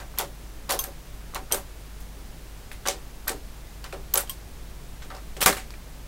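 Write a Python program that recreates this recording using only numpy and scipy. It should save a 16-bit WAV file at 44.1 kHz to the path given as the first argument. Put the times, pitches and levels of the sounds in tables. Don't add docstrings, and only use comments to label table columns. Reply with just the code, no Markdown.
import sys
import numpy as np
from scipy import signal
from scipy.fft import rfft, irfft
from scipy.io import wavfile
from scipy.ndimage import uniform_filter1d

SR = 44100
rng = np.random.default_rng(int(sys.argv[2]) if len(sys.argv) > 2 else 0)


def inscribe(sig):
    pcm = np.round(np.clip(np.atleast_2d(sig).T, -1, 1) * 32767)
    wavfile.write(sys.argv[1], SR, pcm.astype(np.int16))


def ratio_of_db(decibels):
    return 10 ** (np.asarray(decibels, float) / 20)


N = 267863
CUTOFF_HZ = 15800


def rms_one(x):
    return x / np.sqrt(np.mean(x ** 2))


def peak_one(x):
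    return x / np.abs(x).max()


def at_hz(points, hz, column=1):
    points = np.array(points)
    return np.interp(np.log(hz), np.log(points[:, 0]), points[:, column])


def at_time(points, s):
    return np.interp(s, *np.transpose(points))


def high_pass(x, hz):
    return signal.sosfilt(signal.butter(2, hz, "high", fs=SR, output="sos"), x)


def ring(drive, hz, t60):
    radius = ratio_of_db(-60 / (t60 * SR))
    w = 2 * np.pi * hz / SR
    return signal.lfilter([0, np.sin(w)], [1, -2 * radius * np.cos(w), radius ** 2], drive + 1e-18)


def struck(strike, modes):
    click = np.zeros(N)
    click[int(strike[0] * SR) + np.array([0, 37, 95])] = ratio_of_db(strike[1]) * np.array([1, -.6, .4])
    return sum(ratio_of_db(db) * ring(click, hz, t60) * (-1) ** k for k, (hz, db, t60) in enumerate(modes))


# f/Hz, level/dB per Hz
HISS_SPECTRUM = [(20, -0.5), (50, -9), (100, -14.5), (155, -15), (175, -18.5), (300, -22), (1000, -29),
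                 (2500, -33.5), (8400, -38.5), (16000, -41)]


def hiss():
    hz = np.maximum(np.fft.rfftfreq(N, 1 / SR), 8)
    spectrum = rfft(rng.standard_normal(N)) * ratio_of_db(at_hz(HISS_SPECTRUM, hz)) * (hz > 8)
    return ratio_of_db(-41.5) * rms_one(irfft(spectrum, N))


# f/Hz, rms level/dB
HUM_HARMONICS = [(50, -43), (150, -64)]


def hum():
    t = np.arange(N) / SR
    return sum(ratio_of_db(db) * np.sqrt(2) * np.sin(2 * np.pi * hz * t) for hz, db in HUM_HARMONICS)


# t/s, level/dB, centre f/Hz, loss per bounce/dB
KNOCKS = [(.0005, -32.5, 1160, 4), (.197, -22.5, 910, 3), (.2407, -37.5, 400, 2), (.6964, -20, 1030, 5),
          (.7134, -21.5, 1010, 3.5), (.74, -24.5, 650, 4.5), (.7961, -36, 1060, 3.5),
          (.8353, -33.5, 900, 4), (.8742, -35, 500, 4), (1.358, -23, 1200, 5.5), (1.5182, -25.5, 680, 2),
          (1.5365, -22.5, 1200, 3.5), (1.5785, -36, 700, 3.5), (2.8635, -20.5, 1060, 4),
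          (2.8842, -24.5, 567, 5.5), (2.941, -34.5, 513, 5.5), (3.281, -22.5, 1660, 4),
          (3.3007, -23.5, 557, 5), (3.3458, -33, 356, 7), (3.8409, -34, 1230, 3.5), (3.9316, -29.5, 620, 2),
          (4.144, -24, 1080, 3.5), (4.1623, -23, 794, 7.5), (4.1789, -24, 1480, 10),
          (5.1031, -32.5, 1380, 4.5), (5.139, -34, 860, 7), (5.3693, -33.5, 600, 2),
          (5.4163, -21, 1550, 4.5)]
# t/s, level/dB, centre f/Hz
TOUCHES = [(.139, -41, 1100), (.178, -31, 1100), (.1876, -30, 1290), (.690, -32, 1000),
           (.8428, -33.5, 1650), (1.3364, -35, 1140), (1.347, -32.5, 750), (1.4127, -36, 305),
           (1.507, -31, 1200), (1.514, -29, 1100), (2.7152, -37.5, 1550), (2.855, -27, 1510),
           (3.2712, -30, 1140), (3.927, -32.5, 1290), (3.996, -40, 500), (4.137, -30, 895),
           (4.153, -30, 1400), (4.1935, -30, 1460), (4.206, -32, 1440), (4.2336, -35.5, 734),
           (5.024, -40, 1510), (5.048, -45, 1500), (5.1135, -36, 1340), (5.1679, -37, 800),
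           (5.184, -40, 1400), (5.408, -29, 460), (5.738, -40, 2100)]
# t/s, level/dB, centre f/Hz, loss per bounce/dB
CARRIAGE_DROP = [
    (5.4617, -5.5, 1280, 12),
    (5.4773, -12.5, 1960, 11),
    (5.4887, -18.5, 424, 8),
    (5.5252, -22, 1500, 7),
    (5.5669, -30.5, 1250, 4.5),
]
BOUNCE_S, BOUNCE_JITTER = .0105, 0.252
SAG_OCT, SAG_SPREAD_OCT = 0.19, .2


def all_knocks():
    rows, bounce = list(TOUCHES), np.arange(4)
    for s, db, hz, loss_db in list(KNOCKS) + list(CARRIAGE_DROP):
        late, off = np.clip(rng.standard_normal((2, len(bounce))), -2, 2) * (bounce > 0)
        times = s + BOUNCE_S * (bounce + BOUNCE_JITTER * late)
        pitches = hz * 2 ** (SAG_SPREAD_OCT * off - SAG_OCT * bounce)
        rows += zip(times, db - loss_db * bounce, pitches)
    return np.array(rows)


# f/Hz, level/dB, T60/s
FRAME_MODES = [(306, -5, 0.13), (392.3, 1.5, 0.17), (469, -4, 0.11), (567, 1, 0.14), (644, -10, 0.019),
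               (761.3, -3.5, 0.18), (893, -10.5, 0.16), (995, -8, 0.065), (1166, -3, 0.078),
               (1320, -7.5, 0.1), (1460, -7, 0.07), (1554, -4, 0.091), (1802, -4, 0.054), (1940, -8, .08),
               (2053, -17, 0.047), (2410, -7.5, .09)]


def frame(knocks):
    s, knock_db, knock_hz = knocks.T
    at = (s * SR).astype(int)
    signs = rng.choice([-1, 1], (len(s), len(FRAME_MODES) + 1))
    out, t = np.zeros(N), np.arange(1024) / SR
    for i, db, hz, sign in zip(at, knock_db, knock_hz, signs[:, -1]):
        thud = np.sin(2 * np.pi * hz * t) * np.minimum(t / 0.0014, 1) * ratio_of_db(-60 * t * hz / 13.2)
        out[i:i + len(t)] += sign * ratio_of_db(db - 3.5) * peak_one(thud)
    for k, (hz, db, t60) in enumerate(FRAME_MODES):
        clicks = np.zeros(N)
        clicks[at] = signs[:, k] * ratio_of_db(knock_db + db - 9 - 7.4 * np.log2(hz / knock_hz) ** 2)
        soft = np.hanning(int(SR / hz))
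        out += ring(signal.fftconvolve(clicks, soft / soft.sum() * 2)[:N], hz, t60)
    return high_pass(out, 190)


# t/s, tick peak level/dB, part f/Hz, ring T60/s
SNAPS = [(0.1855, -10.5, 12200, 0.023), (.202, -21.5, 7460, 0.017), (0.7079, -9.5, 11300, .012),
         (0.7213, -10.5, 13180, 0.021), (.79, -14.5, 13600, 0.014), (.839, -20.5, 11800, 0.019),
         (1.3463, -21, 12200, .011), (1.5222, -7.5, 11700, 0.031), (1.545, -16.5, 13330, .012),
         (2.004, -41, 11300, 0.025), (2.873, -12.5, 8360, 0.013), (3.279, -14, 12000, 0.032),
         (3.293, -17, 8330, 0.024), (4.138, -7.5, 13840, 0.035), (4.156, -11.5, 7130, 0.013),
         (4.1739, -8.5, 10940, 0.035), (4.177, -10.5, 12800, 0.018), (4.205, -23.5, 11700, 0.062),
         (4.2952, -19.5, 13010, 0.022), (5.457, -23, 11300, .012), (1.5334, -21, 12300, .012),
         (5.165, -38, 5400, .027), (5.433, -12, 5920, 0.018), (5.439, -20, 9000, .012),
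         (1.361, -27, 4180, 0.016)]
# t/s, tick peak level/dB, part f/Hz, rod rattle level re tick/dB
TEETH = [(.001, -35.5, 4740, -9), (.176, -29.5, 2880, -9), (.192, -13.5, 3490, -15),
         (.693, -15.5, 5750, -11), (.701, -23, 2970, -4), (1.354, -23, 2900, -11), (1.514, -22, 3050, -13),
         (2.7153, -30, 2520, -10), (2.855, -27, 3250, -10), (2.861, -23.5, 2860, -7),
         (2.8844, -8.5, 6100, -14), (3.275, -28.5, 4330, -1), (3.8413, -24.5, 4600, -13),
         (3.9253, -29, 2700, -9), (4.274, -36, 3140, -14), (5.0209, -31.5, 3330, -11),
         (5.1027, -34.5, 3900, -12), (5.149, -33.5, 5200, -16), (5.3666, -29, 3400, -9.5),
         (5.406, -18, 3400, -6.5), (5.4143, -10, 2900, -6.5), (5.426, -5.5, 3460, -14),
         (5.46, 1.5, 4000, -14), (5.479, -9, 2000, -25), (5.4992, -12, 2000, -13), (5.527, -19, 4350, -13),
         (5.568, -24.5, 2840, -10), (5.583, -27, 3000, -14), (5.705, -28, 5500, -19),
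         (5.739, -36, 2330, -14)]
# t/s, rattle T60/s
SLACK = [(.2, 0.22), (.72, 0.22), (.8, .25), (1.35, .16), (1.53, 0.24), (2.87, 0.23), (3.28, 0.21),
         (3.9, 0.21), (4.15, 0.19), (4.3, .23), (5.1, .24), (5.4, 0.14), (5.43, 0.08), (5.46, 0.2),
         (5.57, 0.28), (5.72, 0.15)]
SNAP_RATTLE_DB, SNAP_STIFFNESS = -14.5, 0.25
TOOTH_RING_T60_S = 0.013
CHATTER_S, CHATTER_LOSS_DB, CHATTER_RATTLE_DB, CHATTER_SPREAD_OCT = .022, 16.5, -17, 0.47


def all_contacts():
    first = []
    for s, db, hz, t60 in SNAPS:
        first.append((s, db, hz, t60, SNAP_RATTLE_DB - SNAP_STIFFNESS * (db + 15.5)))
    for s, db, hz, rattle_db in TEETH:
        first.append((s, db, hz, TOOTH_RING_T60_S, rattle_db))
    again = []
    for (s, db, hz, _, _), (late, off) in zip(first, rng.random((len(first), 2))):
        again_hz = min(hz * 2 ** (CHATTER_SPREAD_OCT * (2 * off - 1)), 14000)
        again_s = s + CHATTER_S * (.5 + late)
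        again.append((again_s, db - CHATTER_LOSS_DB, again_hz, TOOTH_RING_T60_S, CHATTER_RATTLE_DB))
    rows = np.array(first + again)
    return np.column_stack([rows, at_time(SLACK, rows[:, 0])])


# t/s, treble slope above 5 kHz/dB per octave
OPENNESS = [(.19, -0.5), (.7, -1), (.8, -1), (1.35, -2.5), (1.52, 0.5), (2.72, 0.5), (2.88, -5.5),
            (3.28, -0.5), (3.88, -4), (4.15, 1), (4.3, 0), (5.02, -5), (5.15, -7), (5.37, -3), (5.42, 3),
            (5.46, 2), (5.53, 2.5), (5.7, -7)]


def ticks(contacts):
    out, t = np.zeros(N + 4096), np.arange(4096) / SR
    for s, tick_db, hz, t60, _, _ in contacts:
        envelope = np.exp(-(t / 0.0023) ** 1.47) * np.minimum(t / 0.00037, 1)
        contact = rng.standard_normal(len(t)) * envelope
        near = np.minimum(hz * (1 + 0.0089 * rng.standard_normal(3) * [0, 1, 2]), CUTOFF_HZ)
        part = sum(share * ring(contact, f, max(t60, .003)) for f, share in zip(near, (1, .7, .6)))
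        held = np.clip((t60 / 0.039) ** 2, 0, 1)
        crisp = np.clip(hz / 9000 + (tick_db + 24.0) / 30, .15, .8)
        crisp *= ratio_of_db(0.65 * at_time(OPENNESS, s))
        crack = peak_one(high_pass(contact + 1e-18, 2400))
        body = peak_one(ring(contact, hz, 1.24 / hz))
        tick = crisp * crack + 0.38 * body + 1.64 * held * peak_one(part)
        out[int(s * SR):][:len(t)] += ratio_of_db(tick_db) * peak_one(tick)
    return out[:N]


def dying(times, db, t60, rise_s):
    step = 16
    power, t = np.zeros(N // step + 1100), np.arange(640) * step / SR
    decay_db = db[:, None] - 60 * t / np.maximum(t60, .01)[:, None]
    shapes = ratio_of_db(decay_db) ** 2 * (1 - np.exp(-t / rise_s))
    for s, shape in zip(times, shapes):
        power[int(s * SR / step):][:len(t)] += shape
    return np.interp(np.arange(N) / step, np.arange(len(power)), np.sqrt(power))


# f/Hz, level/dB per third octave, decay factor/1
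RODS = [(254, -17.5, 1.24), (594, -14, 0.73), (1200, -14, 0.96), (2500, -13, 0.87), (5400, -15, 0.9),
        (9100, -9, 0.72), (13000, -10, 0.72), (15500, -10, 0.61)]
KNOCK_TAIL_T60_S = .16


def rods(contacts, knocks):
    s, tick_db, part_hz, _, rattle_db, rattle_t60 = contacts.T
    knock_s, knock_db, knock_hz = knocks.T
    grain_db = 2.75 * np.minimum(rng.exponential(1, (2, N)), 6)
    grains = rng.standard_normal((2, N)) * ratio_of_db(grain_db)
    uneven = rng.standard_normal((len(contacts), 20))
    times = np.append(knock_s, s)
    last = np.append(np.full(len(knock_s), KNOCK_TAIL_T60_S), rattle_t60)
    out, edges = np.zeros(N), 180 * 2 ** (np.arange(21) / 3)
    for k, (low, high) in enumerate(zip(edges, edges[1:])):
        hz = np.sqrt(low * high)
        band = signal.sosfilt(signal.butter(2, [low, high], "band", fs=SR, output="sos"), grains[k % 2])
        by_knocks = knock_db - 2.6 * np.log2(hz / knock_hz) ** 2 - 1.25
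        by_knocks -= 10 * np.log10(1 + (hz / 2000) ** 6)
        by_ticks = tick_db + rattle_db - 1.5 * np.log2(hz / part_hz) ** 2 + 2.5
        by_ticks -= 10 * np.log10(1 + (1700 / hz) ** 6)
        by_ticks += at_time(OPENNESS, s) * max(np.log2(hz / 5000), 0)
        by_ticks += 2.1 * uneven[:, k]
        db = np.append(by_knocks, by_ticks) + at_hz(RODS, hz)
        t60 = last * at_hz(RODS, hz, column=2)
        out += rms_one(band) * dying(times, db, t60, rise_s=0.00044 + 5.9 / hz)
    return out


# f/Hz, level/dB, T60/s
PAWL_A = (.7905, -28)
PAWL_A_MODES = [(1074, -1.5, .1), (2780, -9, 0.037), (3280, -1.5, 0.043), (3620, -4, .04), (5900, -8, .08),
                (6100, -3, 0.12), (6220, -4, 0.17), (6320, 0, 0.085), (9200, -6, .08), (9400, -8, .08),
                (9400, 2, .09), (11684, -2, .07), (13100, -4, .12), (13300, -3, .15), (13500, -1, 0.12),
                (13668, -5, .1)]
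PAWL_B = (4.2955, -33.5)
PAWL_B_MODES = [(1070, -3.5, 0.13), (2900, -6, .05), (3156, -3, 0.058), (3232, -1, 0.061),
                (4850, -14, 0.09), (5700, -16, 0.11), (8177, -1, 0.085), (8400, 1, 0.11), (8600, -10, 0.1),
                (11770, 0, .06), (13000, -2, .06), (13400, -3, .08)]


def pawls():
    return struck(PAWL_A, PAWL_A_MODES) + struck(PAWL_B, PAWL_B_MODES)


# f/Hz, level/dB, T60/s
DRUM = (1.5225, -24)
DRUM_MODES = [(3170, -5, 0.065), (6070, 2, 0.061), (8330, 5.5, .06), (8620, 2, 0.097), (9140, -2, .07),
              (12700, -1, .05)]


def drum():
    return struck(DRUM, DRUM_MODES)


# f/Hz, level/dB, T60/s
BENCH = (5.466, -22.5)
BENCH_MODES = [(151, -5, 0.54), (188, 2.5, 0.2), (232, -6.5, 0.23)]


def bench():
    return high_pass(struck(BENCH, BENCH_MODES), 125)


def scene():
    contacts, knocks = all_contacts(), all_knocks()
    machine = frame(knocks) + ticks(contacts) + rods(contacts, knocks) + pawls() + drum()
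    mid = hiss() + hum() + machine + bench()
    flutter = rms_one(uniform_filter1d(rng.standard_normal(N), size=24))
    trace = ratio_of_db(-25) * flutter * signal.lfilter([1, -1], [1, -.93], mid)
    return np.array([mid + trace, mid - trace])


def top_cut(x):
    return signal.sosfilt(signal.butter(12, 16790, fs=SR, output="sos"), x)


def record(dry):
    cut = signal.sosfilt(signal.ellip(12, .5, 55, CUTOFF_HZ, fs=SR, output="sos"), dry)
    mix = np.clip(cut, -1, 1)
    return top_cut(mix)


dry = scene()
out = record(dry)
inscribe(out)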